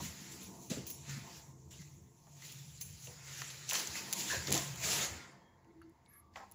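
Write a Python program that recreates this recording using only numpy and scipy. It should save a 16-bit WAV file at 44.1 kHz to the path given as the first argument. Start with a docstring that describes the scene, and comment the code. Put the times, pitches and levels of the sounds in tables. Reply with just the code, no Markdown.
"""Steps on a hard floor in a bare house, rustling clothes and soles, keys touching now and then; a light door
is pulled shut: its hardware ticks, its hinge squeaks, it knocks on the frame. Low hum and room air lie below.
Rustle and ticks are shaped noise; thuds and keys are decaying sines with noise; squeaks are unsteady sines;
groans and air are resonant noise; the door is a bank of resonances. A small microphone colours the treble."""
import sys
import numpy as np
from scipy import signal
from scipy.fft import rfft, irfft, next_fast_len
from scipy.io import wavfile

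SR = 44100
rng = np.random.default_rng(int(sys.argv[2]) if len(sys.argv) > 2 else 0)


def wav_out(sig):
    """Save sig, one row per channel (or a flat mono array), as 16-bit PCM at SR to the path in sys.argv[1]."""
    wavfile.write(sys.argv[1], SR, np.round(np.clip(np.atleast_2d(sig).T, -1, 1) * 32767).astype(np.int16))


def attenuation_scalar(level_db):
    """Turn a level in dB into a linear amplitude multiplier (20 dB per decade)."""
    decades = np.asarray(level_db, float) / 20
    return 10 ** decades


N = 288414

# Single rubs of cloth and soles. Each row: time of the peak in seconds, peak in dB before the weight's share,
# 20 dB rise in seconds, 20 dB fall in seconds before the stretch, weight (extra body) in dB.
RUBS = [(.05, -46, 0.11, 0.17, -8), (.32, -53, 0.02, .3, -12), (.41, -55, 0.018, 0.34, -10.5),
        (.63, -59, 0.08, 0.5, -19), (.705, -46, 0.0097, 0.3, -6.5), (.872, -51.5, 0.022, 0.53, -27),
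        (1.10, -51, 0.08, 0.42, -1), (1.37, -57, 0.024, -0.16, -23), (1.712, -56, 0.0095, 0.53, -13.5),
        (1.82, -61, 0.033, -0.18, -3), (2.45, -55, .12, 0.68, -7.5), (2.812, -53, 0.013, 0.23, -26),
        (3.05, -53, 0.1, 0.27, -24), (3.28, -56.5, 0.066, 0.63, -1), (3.39, -49, 0.23, 1, -5.5),
        (3.70, -40, 0.027, 0.26, -16), (3.75, -37, 0.023, 0.326, -5), (3.97, -46, 0.066, 0.22, -2),
        (4.20, -40.5, 0.12, 0.37, -13), (4.31, -40.5, 0.086, 0.3547, -6.5), (4.48, -46, 0.028, 0.2, 1),
        (4.55, -36.5, 0.039, 0.2929, -7), (4.84, -39, 0.038, 0.3979, -6), (4.93, -35, 0.16, 0.32, -9.5),
        (5.03, -38, 0.18, 0.1454, -3), (6.37, -63.5, 0.035, 0.22, 4)]
# Faint rustle under the rubs. Each row: time in seconds, level in dB before the weight's share, weight in dB.
SHUFFLE = [(0, -57.5, -4), (.3, -57, -2.5), (.6, -63, -24), (1.0, -75.5, -19), (1.35, -57, -6),
           (1.55, -69.5, -19), (2.1, -75.5, -5), (2.38, -67, -21), (2.9, -61, -11.5), (3.2, -65, 2),
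           (3.65, -64.5, -2), (4.05, -55.5, -1), (4.75, -56, -3), (5.15, -61, 6), (5.25, -69, 10),
           (5.45, -89.5, 14), (6.05, -88.5, 9), (6.17, -88, 15.5), (6.3, -92, 4), (6.54, -79, -2)]
# Pitch strips of the rustle. Each row: low edge in Hz, high edge in Hz, gain in dB,
# share of the weight that it follows (ratio), stretch of the fall (ratio).
RUSTLE_STRIPS = [(370, 1190, -12.5, 0.21, 1.38), (1186, 2217, -0.5, 1.02, 0.75),
                 (2315, 5320, 0.5, 0.31, 0.61), (5430, 8600, -0.7, 0.023, 0.6),
                 (8820, 15150, -5.5, -.1, 0.57)]
# Rustle colour as the walker turns. Each row: time in seconds, gain of the middle strip in dB,
# gain of the top strip in dB.
RUSTLE_COLOUR = [(0, -0.3, 3), (.4, 0.5, 1), (.58, -2.5, 0), (.72, 2.5, 0.5), (.98, 1, -5), (1.1, 1, -0.5),
                 (1.4, 0.9, 0.5), (1.55, -7, -4.5), (1.8, 1.5, -2.5), (2.1, -6.5, 1.5), (2.5, 3.5, 2),
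                 (3.0, 0, 1.5), (3.4, 0.5, -1), (3.65, 2, -3), (3.72, 1, 0), (4.0, 2, 3.5),
                 (4.45, 1.5, 0.1), (5.05, 0, 2), (5.22, 3.5, -4.5), (5.5, -1, 0.1), (6.54, 1.8, 1)]
# Heels, scuffs, knocks on boards and frame. Each row: start in seconds, peak in dB, pitch in Hz, T60 in seconds,
# spread of the noise to either side in octaves.
THUDS = [(.019, -36, 177, 0.17, 0.36), (.207, -44.5, 190, 0.12, 0.43), (0.329, -48, 260, 0.22, 0.43),
         (.701, -35, 250, 0.042, 0.54), (.711, -27.5, 190, 0.03, 0.55), (.709, -36, 526, 0.17, 0.32),
         (.765, -34.5, 248, 0.19, 0.8), (.80, -44, 176, 0.061, 0.43), (1.08, -46, 190, 0.22, 0.37),
         (1.16, -44.5, 236, 0.21, 0.24), (1.708, -61, 2900, 0.16, 0.15), (1.79, -61, 2024, 0.41, 0.082),
         (1.794, -45, 150, 0.12, 0.32), (2.268, -53, 795, 0.11, 0.6), (2.42, -51.5, 2030, 0.24, 0.09),
         (3.07, -45.5, 494, 0.3, 0.76), (3.418, -36, 1220, 0.035, 0.39), (3.717, -32, 1056, 0.28, 0.73),
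         (4.298, -28, 1632, 0.44, 0.13), (4.322, -34, 990, 0.21, 0.19), (4.33, -33.5, 530, 0.16, 0.8),
         (4.482, -31.5, 381, 0.15, 0.46), (4.503, -30, 193, 0.2, 1.34), (4.54, -31, 330.5, 0.18, 1),
         (4.545, -32.5, 693, 0.19, 0.23), (4.555, -36, 1051, 0.3, 0.13), (5.815, -46.5, 1360, 0.051, 0.24),
         (5.817, -66, 2810, 0.11, 0.17), (5.818, -68, 4460, .12, 0.075)]
# Dry ticks of soles, folds and door hardware. Each row: start in seconds, peak in dB, centre in Hz,
# gain of the broad part in dB.
TICKS = [(.699, -36, 6960, -10), (1.7065, -53, 6800, -18), (2.268, -59, 1100, -6), (2.4204, -41, 2060, 14),
         (2.5227, -35, 6650, 14), (2.813, -37, 4900, -32), (3.071, -39, 2980, -17),
         (3.4176, -27, 1720, -7.5), (3.5029, -34, 3540, -16), (3.691, -25.5, 6200, -1.5),
         (3.6978, -24.5, 7190, -8), (3.7096, -22.5, 2880, -15.5), (3.732, -20.5, 5800, 1),
         (3.7406, -20.5, 2820, 0), (3.754, -20.5, 3000, -20.5), (3.7976, -24.5, 2940, 8),
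         (3.8723, -26.5, 6640, -8.5), (3.9546, -30.5, 1850, -7), (4.1269, -19, 6160, 16),
         (4.1328, -19.5, 6200, -4.5), (4.1374, -42.5, 7160, -15), (4.2073, -29, 4170, -22),
         (4.471, -26.5, 4300, -18), (4.5052, -28, 6970, -6), (4.5183, -22.5, 2600, -1.5),
         (4.5237, -11.5, 7400, 4), (4.5343, -21, 3600, 3.5), (4.5414, -19.5, 7100, -4),
         (4.551, -25.5, 5470, -10), (4.5653, -28, 7000, -12), (4.576, -24, 6720, -1),
         (4.6754, -37.5, 6790, -20.5), (4.7578, -37.5, 6890, 8), (5.645, -62, 2370, -7),
         (5.816, -64, 2800, 2), (5.817, -58, 11000, -26), (5.895, -59.5, 11260, -10),
         (6.06, -56, 3880, -16), (6.134, -64, 6000, -8), (6.338, -58, 4700, -12), (6.359, -36.5, 2200, -25),
         (6.513, -41, 12700, -18), (6.5197, -40.5, 11000, -18)]
# Touches of the keys. Each row: start in seconds, peak in dB.
KEY_TOUCHES = [(0.4294, -44), (0.8674, -34.5), (0.8999, -32.5), (0.9114, -37), (0.9794, -66),
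               (2.8105, -31.5), (2.8254, -48)]
# Ringing modes of the keys. Each row: pitch in Hz, mean level in dB, T60 in seconds.
KEY_MODES = [(5140, -18, .12), (6280, -12, .2), (7340, -12, .1), (10230, -14, .2), (10710, -3, .25),
             (11150, -13, .25), (13150, -8, .25), (13940, -5, .15), (15280, -4, .2)]
# Stick-slip squeaks of the hinge, one list each. Each row: time in seconds, mean pitch in Hz,
# level in dB before flutter.
SQUEAKS = [
    [(5.195, 9050, -70), (5.21, 8830, -66), (5.263, 9120, -74), (5.30, 8880, -66), (5.32, 8900, -68),
     (5.335, 8400, -80)],
    [(6.055, 8200, -66), (6.08, 9700, -76), (6.095, 11260, -62), (6.12, 11900, -58), (6.132, 13000, -59),
     (6.155, 13000, -61), (6.175, 11860, -53), (6.21, 11700, -75), (6.23, 11400, -90)],
    [(6.125, 11000, -75), (6.137, 11300, -59), (6.20, 11100, -63), (6.23, 11050, -94)],
    [(6.11, 10400, -84), (6.14, 10700, -86), (6.18, 9700, -74.5), (6.19, 9600, -85.5)],
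]
# Drawn-out creaks of the door leaf. Each row: start in seconds, length in seconds, centre in Hz,
# width of each resonance in Hz, level in dB.
GROANS = [(4.81, .16, 656, 220, -48.5), (4.845, 0.18, 440, 118.6, -50.5), (4.97, .13, 610, 260, -49.5),
          (5.17, 0.13, 1413, 64.8, -57.5), (5.2, 0.37, 1770, 100.6, -74), (5.253, 0.1, 4470, 150, -83),
          (5.399, 0.18, 3245, 110, -79), (5.659, 0.26, 330, 35, -60.5), (6.05, 0.19, 2190, 99, -77),
          (6.106, 0.067, 1670, 108, -68), (6.084, 0.26, 1160, 80, -68.5)]
# Knocks of the door. Each row: start in seconds, peak in dB, contact brightness in Hz.
DOOR_HITS = [(6.3575, -36.5, 2500), (6.372, -37.5, 1300), (6.401, -41, 900), (6.43, -44, 794)]
# Modes of the door leaf. Each row: pitch in Hz, gain in dB before the contact's treble loss, T60 in seconds.
DOOR_MODES = [(680, -7, 0.07), (797, 5, 0.06), (900, 6, 0.042), (1045, 6.5, 0.035), (1276, 1, 0.063),
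              (1550, -8, 0.07), (1890, -11, 0.12), (2310, -8, 0.044), (2410, -22, 0.17), (2530, -8, 0.19),
              (2900, -16, 0.13), (3720, -12, .15), (4490, -8, .12)]
# Slow level of the house, before waver. Each row: time in seconds, hum in dB, rumble in dB,
# low murmur in dB, upper murmur in dB.
HOUSE = [(0.0, -55, -42.5, -43, -42.5), (0.05, -64, -55, -66, -67), (0.24, -63, -69, -60.5, -63.5),
         (0.6, -63.5, -68, -60.5, -62.5), (0.8, -51, -52, -55, -72), (0.87, -64, -61, -56.5, -61.5),
         (1.18, -50.5, -63, -67.5, -64.5), (1.29, -63, -65, -62.5, -59), (1.35, -58, -67, -67.5, -65),
         (1.99, -58.5, -60.5, -63.5, -72), (2.29, -57, -79, -71.5, -65.5), (2.91, -57, -63, -73, -88),
         (3.22, -58.5, -65, -76, -65.5), (3.75, -61, -70, -110, -99), (3.77, -68, -92, -60, -84),
         (3.9, -62, -55.5, -67, -65.5), (4.19, -62, -75.5, -51.5, -49), (4.39, -55, -52, -59.5, -56.5),
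         (4.66, -46.5, -63, -59, -59.5), (4.97, -52, -60.5, -72, -55.5), (5.14, -65, -53.5, -61, -72),
         (5.3, -70, -81, -66.5, -66), (6.21, -74.5, -75, -73, -75), (6.54, -84, -70.5, -68, -67.5)]
# Room resonances that the low murmur fills. Each row: centre in Hz, width in Hz, gain in dB.
LOW_TONES = [(190, 25, 0), (250, 17, -1), (326, 77.6, -4.5), (415, 31, -11.5)]
# Room resonances that the upper murmur fills. Each row: centre in Hz, width in Hz, gain in dB.
UPPER_TONES = [(566, 144, -4.5), (683, 74, 2), (898, 130, 3.5), (1044, 18, 4.5)]
# Microphone colour. Each row: frequency in Hz, gain in dB.
MIC = [(25, -22.5), (70, 1.5), (1500, -5), (2100, 0), (3000, -3), (5500, -0.5), (7200, 4.5), (7700, -3),
       (8200, -11.5), (9200, -9), (11000, 1), (13500, -13), (15200, 4), (16000, -10.5)]

TICK_T60_S = 0.015
ROOM_T60_S, WALL_CUT_HZ, ROOM_DB = 0.39, 3800, -21.5
HUM_HZ, RUMBLE_HZ = 136.5, 80
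HUM_WAVER_DB, RUMBLE_WAVER_DB, MURMUR_WAVER_DB, WAVER_PER_S = 2, 3.0, 2.5, 3.5
LOW_STIR_DB, UPPER_STIR_DB = -11, -15.5   # murmur stirred by movement, re the movement's amplitude
DEEP_DB, HISS_DB = -71.5, -84.5
CUTOFF_HZ = 16300


def rms_one(x):
    """Scales to unit power."""
    return x / np.sqrt(np.mean(x ** 2) + 1e-20)


def in_time(rows):
    """Interpolates each column of a table sample by sample; the first column is time."""
    s, *columns = np.transpose(rows)
    return [np.interp(np.arange(N) / SR, s, c) for c in columns]


def band(x, low_hz, high_hz):
    """Gentle band-pass."""
    sos = signal.butter(2, [low_hz, min(high_hz, 0.45 * SR)], "band", fs=SR, output="sos")
    return signal.sosfilt(sos, x)


def resonance(x, hz, width_hz):
    """Two-pole resonance, about unit gain on top."""
    r = np.exp(-np.pi * width_hz / SR)
    zeros = np.array([1, 0, -1]) * (1 - r * r) / 2
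    poles = [1, -2 * r * np.cos(2 * np.pi * hz / SR), r * r]
    return signal.lfilter(zeros, poles, x)


def drift(per_s):
    """Slow random wander of unit rms: noise through two equal low-pass poles."""
    r = np.exp(-2 * np.pi * per_s / SR)
    white = rng.standard_normal(N + SR)
    return rms_one(signal.lfilter([1], [1, -2 * r, r * r], white)[SR:])


def add(out, s, sound, peak_db):
    """Lays a short sound in at a given peak."""
    i = round(s * SR)
    scaled = attenuation_scalar(peak_db) * sound / np.abs(sound).max()
    out[i:i + len(sound)] += scaled[:N - i]


def movement(weight_share, stretch):
    """Amplitude of the rubbing: powers of shuffle and rubs add; each rub rises and falls exponentially."""
    t = np.arange(N) / SR
    level_db, weight_db = in_time(SHUFFLE)
    power = attenuation_scalar(level_db + weight_share * weight_db) ** 2
    for s, peak_db, rise_s, fall_s, rub_weight_db in RUBS:
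        before = (s - t) / max(rise_s, 0.002)
        after = (t - s) / max(stretch * fall_s, 0.02)
        away = np.maximum(before, after)   # in steps of 20 dB
        near = away < 4
        power[near] += attenuation_scalar(peak_db + weight_share * rub_weight_db - 20 * away[near]) ** 2
    return np.sqrt(power)


def rustle(grain_db, patchy_db):
    """Fibres slip in a dense rain of uneven grains; each narrow strip of pitch swells and fades on its own."""
    out = 0
    middle_db, treble_db = in_time(RUSTLE_COLOUR)
    colours_db = [0, 0, middle_db, 0, treble_db]
    for (low_hz, high_hz, db, weight_share, stretch), colour_db in zip(RUSTLE_STRIPS, colours_db):
        edges_hz = np.geomspace(low_hz, high_hz, 6)
        uneven = np.minimum(rng.exponential(1, (2, N)), 3)
        grains = rng.standard_normal((2, N)) * attenuation_scalar(grain_db * uneven)
        strips = 0
        for k in range(5):
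            patches = attenuation_scalar(patchy_db * drift(11.7))
            strips = strips + band(grains[k % 2], *edges_hz[k:k + 2]) * patches
        out = out + rms_one(strips) * attenuation_scalar(db + colour_db) * movement(weight_share, stretch)
    return out


def thuds():
    """A soft push rings the board at its pitch, over a burst of noise from the boards around."""
    out, t = np.zeros(N), np.arange(SR // 3) / SR
    for s, peak_db, hz, t60_s, octaves in THUDS:
        fade = attenuation_scalar(-60 * t / max(t60_s, 0.01)) * (1 - np.exp(-t * hz * 0.5))
        spread = 2 ** max(octaves, 0.05)
        boards = rms_one(band(rng.standard_normal(len(t)), hz / spread, hz * spread))
        ring = np.sin(2 * np.pi * hz * t)
        add(out, s, fade * (ring + 1.33 * boards), peak_db)
    return out


def ticks():
    """A puff of noise swells in about a millisecond and dies fast, part broad, part gathered round its centre."""
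    out, t = np.zeros(N), np.arange(SR // 8) / SR
    envelope = np.minimum(t / 0.0011, 1) * attenuation_scalar(-60 * t / TICK_T60_S)
    for s, peak_db, hz, broad_db in TICKS:
        puff = rng.standard_normal(len(t)) * envelope
        broad = attenuation_scalar(broad_db) * band(puff, 0.34 * hz, 3.66 * hz)
        ring = resonance(resonance(puff, hz, 0.5 * hz), hz, 0.5 * hz)
        add(out, s, broad + ring, peak_db)
    return out


def keys():
    """A touch cracks and strikes every mode with a strength of its own; the loose bunch makes the ring flutter."""
    out, t = np.zeros(N), np.arange(SR // 2) / SR
    hz, level_db, t60_s = np.transpose(KEY_MODES)[:, :, None]
    flutter = attenuation_scalar(3.5 * np.array([drift(50)[:len(t)] for mode in KEY_MODES]))
    for s, peak_db in KEY_TOUCHES:
        luck_db = 2.7 * rng.standard_normal((len(KEY_MODES), 1))
        fade = attenuation_scalar(level_db + luck_db - 60 * t / t60_s)
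        rings = np.sum(flutter * fade * np.sin(2 * np.pi * hz * t), axis=0)
        crack = band(rng.standard_normal(len(t)), 2100, 21000) * attenuation_scalar(6.0 - 60 * t / 0.051)
        add(out, s, rings + crack, peak_db)
    return out


def hinge(waver_hz, flutter_db):
    """Stick-slip gives thin whistles, shaky in pitch and strength; the leaf gives narrow rough groans."""
    out, t = 0, np.arange(N) / SR
    shake_hz, flutter = waver_hz * drift(250), attenuation_scalar(flutter_db * drift(90))
    for rows in SQUEAKS:
        hz, level_db = in_time(rows)
        sounding = (t > rows[0][0]) & (t < rows[-1][0])
        whistle = np.sin(2 * np.pi * np.cumsum(hz + shake_hz) / SR)
        out = out + sounding * attenuation_scalar(level_db) * flutter * whistle
    white = rng.standard_normal(N)
    for s, length_s, hz, width_hz, level_db in GROANS:
        arch = np.sin(np.pi * np.clip((t - s) / length_s, 0, 1))
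        swell = np.sqrt(np.clip(arch, 0, 1))
        rough = rms_one(resonance(resonance(white, hz, width_hz), hz, width_hz))
        out = out + attenuation_scalar(level_db) * swell * rough
    return out


def door():
    """A knock shakes the leaf for a moment; a soft contact leaves the high modes weak."""
    out, t = np.zeros(N), np.arange(SR // 2) / SR
    for s, peak_db, bright_hz in DOOR_HITS:
        shake = 7.5 * (t == 0) + rng.standard_normal(len(t)) * attenuation_scalar(-60 * t / 0.14)
        modes = 0
        for hz, db, t60_s in DOOR_MODES:
            gain = attenuation_scalar(db) / (1 + (hz / bright_hz) ** 2) * t60_s
            width_hz = np.log(1000) / (np.pi * t60_s)
            modes = modes + gain * resonance(shake, hz, width_hz)
        add(out, s, band(modes, 320, 2 * bright_hz), peak_db)
    return out


def room(x):
    """Echoes of twelve parallel feedback delays, duller on every round."""
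    size = next_fast_len(N + SR)
    turn = np.exp(-2j * np.pi * np.arange(size // 2 + 1) / size)   # one-sample delay
    dull = np.exp(-2 * np.pi * WALL_CUT_HZ / SR)
    wall = (1 - dull) / (1 - dull * turn)
    echoes = 0
    for k, lag in enumerate((rng.uniform(0.012, 0.045, 12) * SR).astype(int)):
        loop = attenuation_scalar(-60 * lag / SR / ROOM_T60_S) * wall * turn ** lag
        echoes = echoes + loop / (1 - loop) * (-1) ** k
    return irfft(rfft(x, size) * echoes, size)[:N]


def murmur(tones):
    """Noise of unit rms gathered in a few resonances, dark between them."""
    white = rng.standard_normal(N)
    total = 0
    for hz, width_hz, db in tones:
        total = total + attenuation_scalar(db) * resonance(resonance(white, hz, width_hz), hz, 2 * width_hz)
    return rms_one(total)


def house():
    """Wavering narrow-band hum and rumble, room resonances stirred by movement, deep noise and a thin hiss."""
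    hum_db, rumble_db, low_db, upper_db = in_time(HOUSE)
    stir = movement(weight_share=0.96, stretch=1.4)
    out = attenuation_scalar(hum_db + HUM_WAVER_DB * drift(WAVER_PER_S)) * murmur([(HUM_HZ, 20, 0)])
    out += attenuation_scalar(rumble_db + RUMBLE_WAVER_DB * drift(WAVER_PER_S)) * murmur([(RUMBLE_HZ, 35, 0)])
    for db, stir_db, tones in [(low_db, LOW_STIR_DB, LOW_TONES), (upper_db, UPPER_STIR_DB, UPPER_TONES)]:
        steady = attenuation_scalar(db + MURMUR_WAVER_DB * drift(WAVER_PER_S))
        out += np.hypot(steady, attenuation_scalar(stir_db) * stir) * murmur(tones)
    deep = attenuation_scalar(DEEP_DB) * rms_one(band(rng.standard_normal(N), 14.1, 41))
    hiss = attenuation_scalar(HISS_DB) * rng.standard_normal(N)
    return out + deep + hiss


def scene():
    """Near sounds with their room, over the house."""
    near = rustle(grain_db=2.5, patchy_db=2.0) + thuds() + ticks() + keys()
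    near = near + hinge(waver_hz=150, flutter_db=3.5) + door()
    return (near + attenuation_scalar(ROOM_DB) * room(near) + house())[None]


def top_cut(x):
    """Nothing passes above the cut-off."""
    return signal.sosfilt(signal.butter(12, 16950, fs=SR, output="sos"), x)


def record(dry):
    """The microphone's colour, then a steep cut at the top."""
    size = next_fast_len(N + SR // 4)
    hz, db = np.transpose(MIC)
    bins_hz = np.arange(size // 2 + 1) * SR / size
    colour = attenuation_scalar(np.interp(np.log(bins_hz + 1), np.log(hz), db))
    coloured = irfft(rfft(dry, size) * colour, size)[:, :N]
    cut = signal.cheby2(14, 45, CUTOFF_HZ, fs=SR, output="sos")
    mix = signal.sosfilt(cut, coloured)
    return top_cut(mix)


dry = scene()
out = record(dry)
wav_out(out)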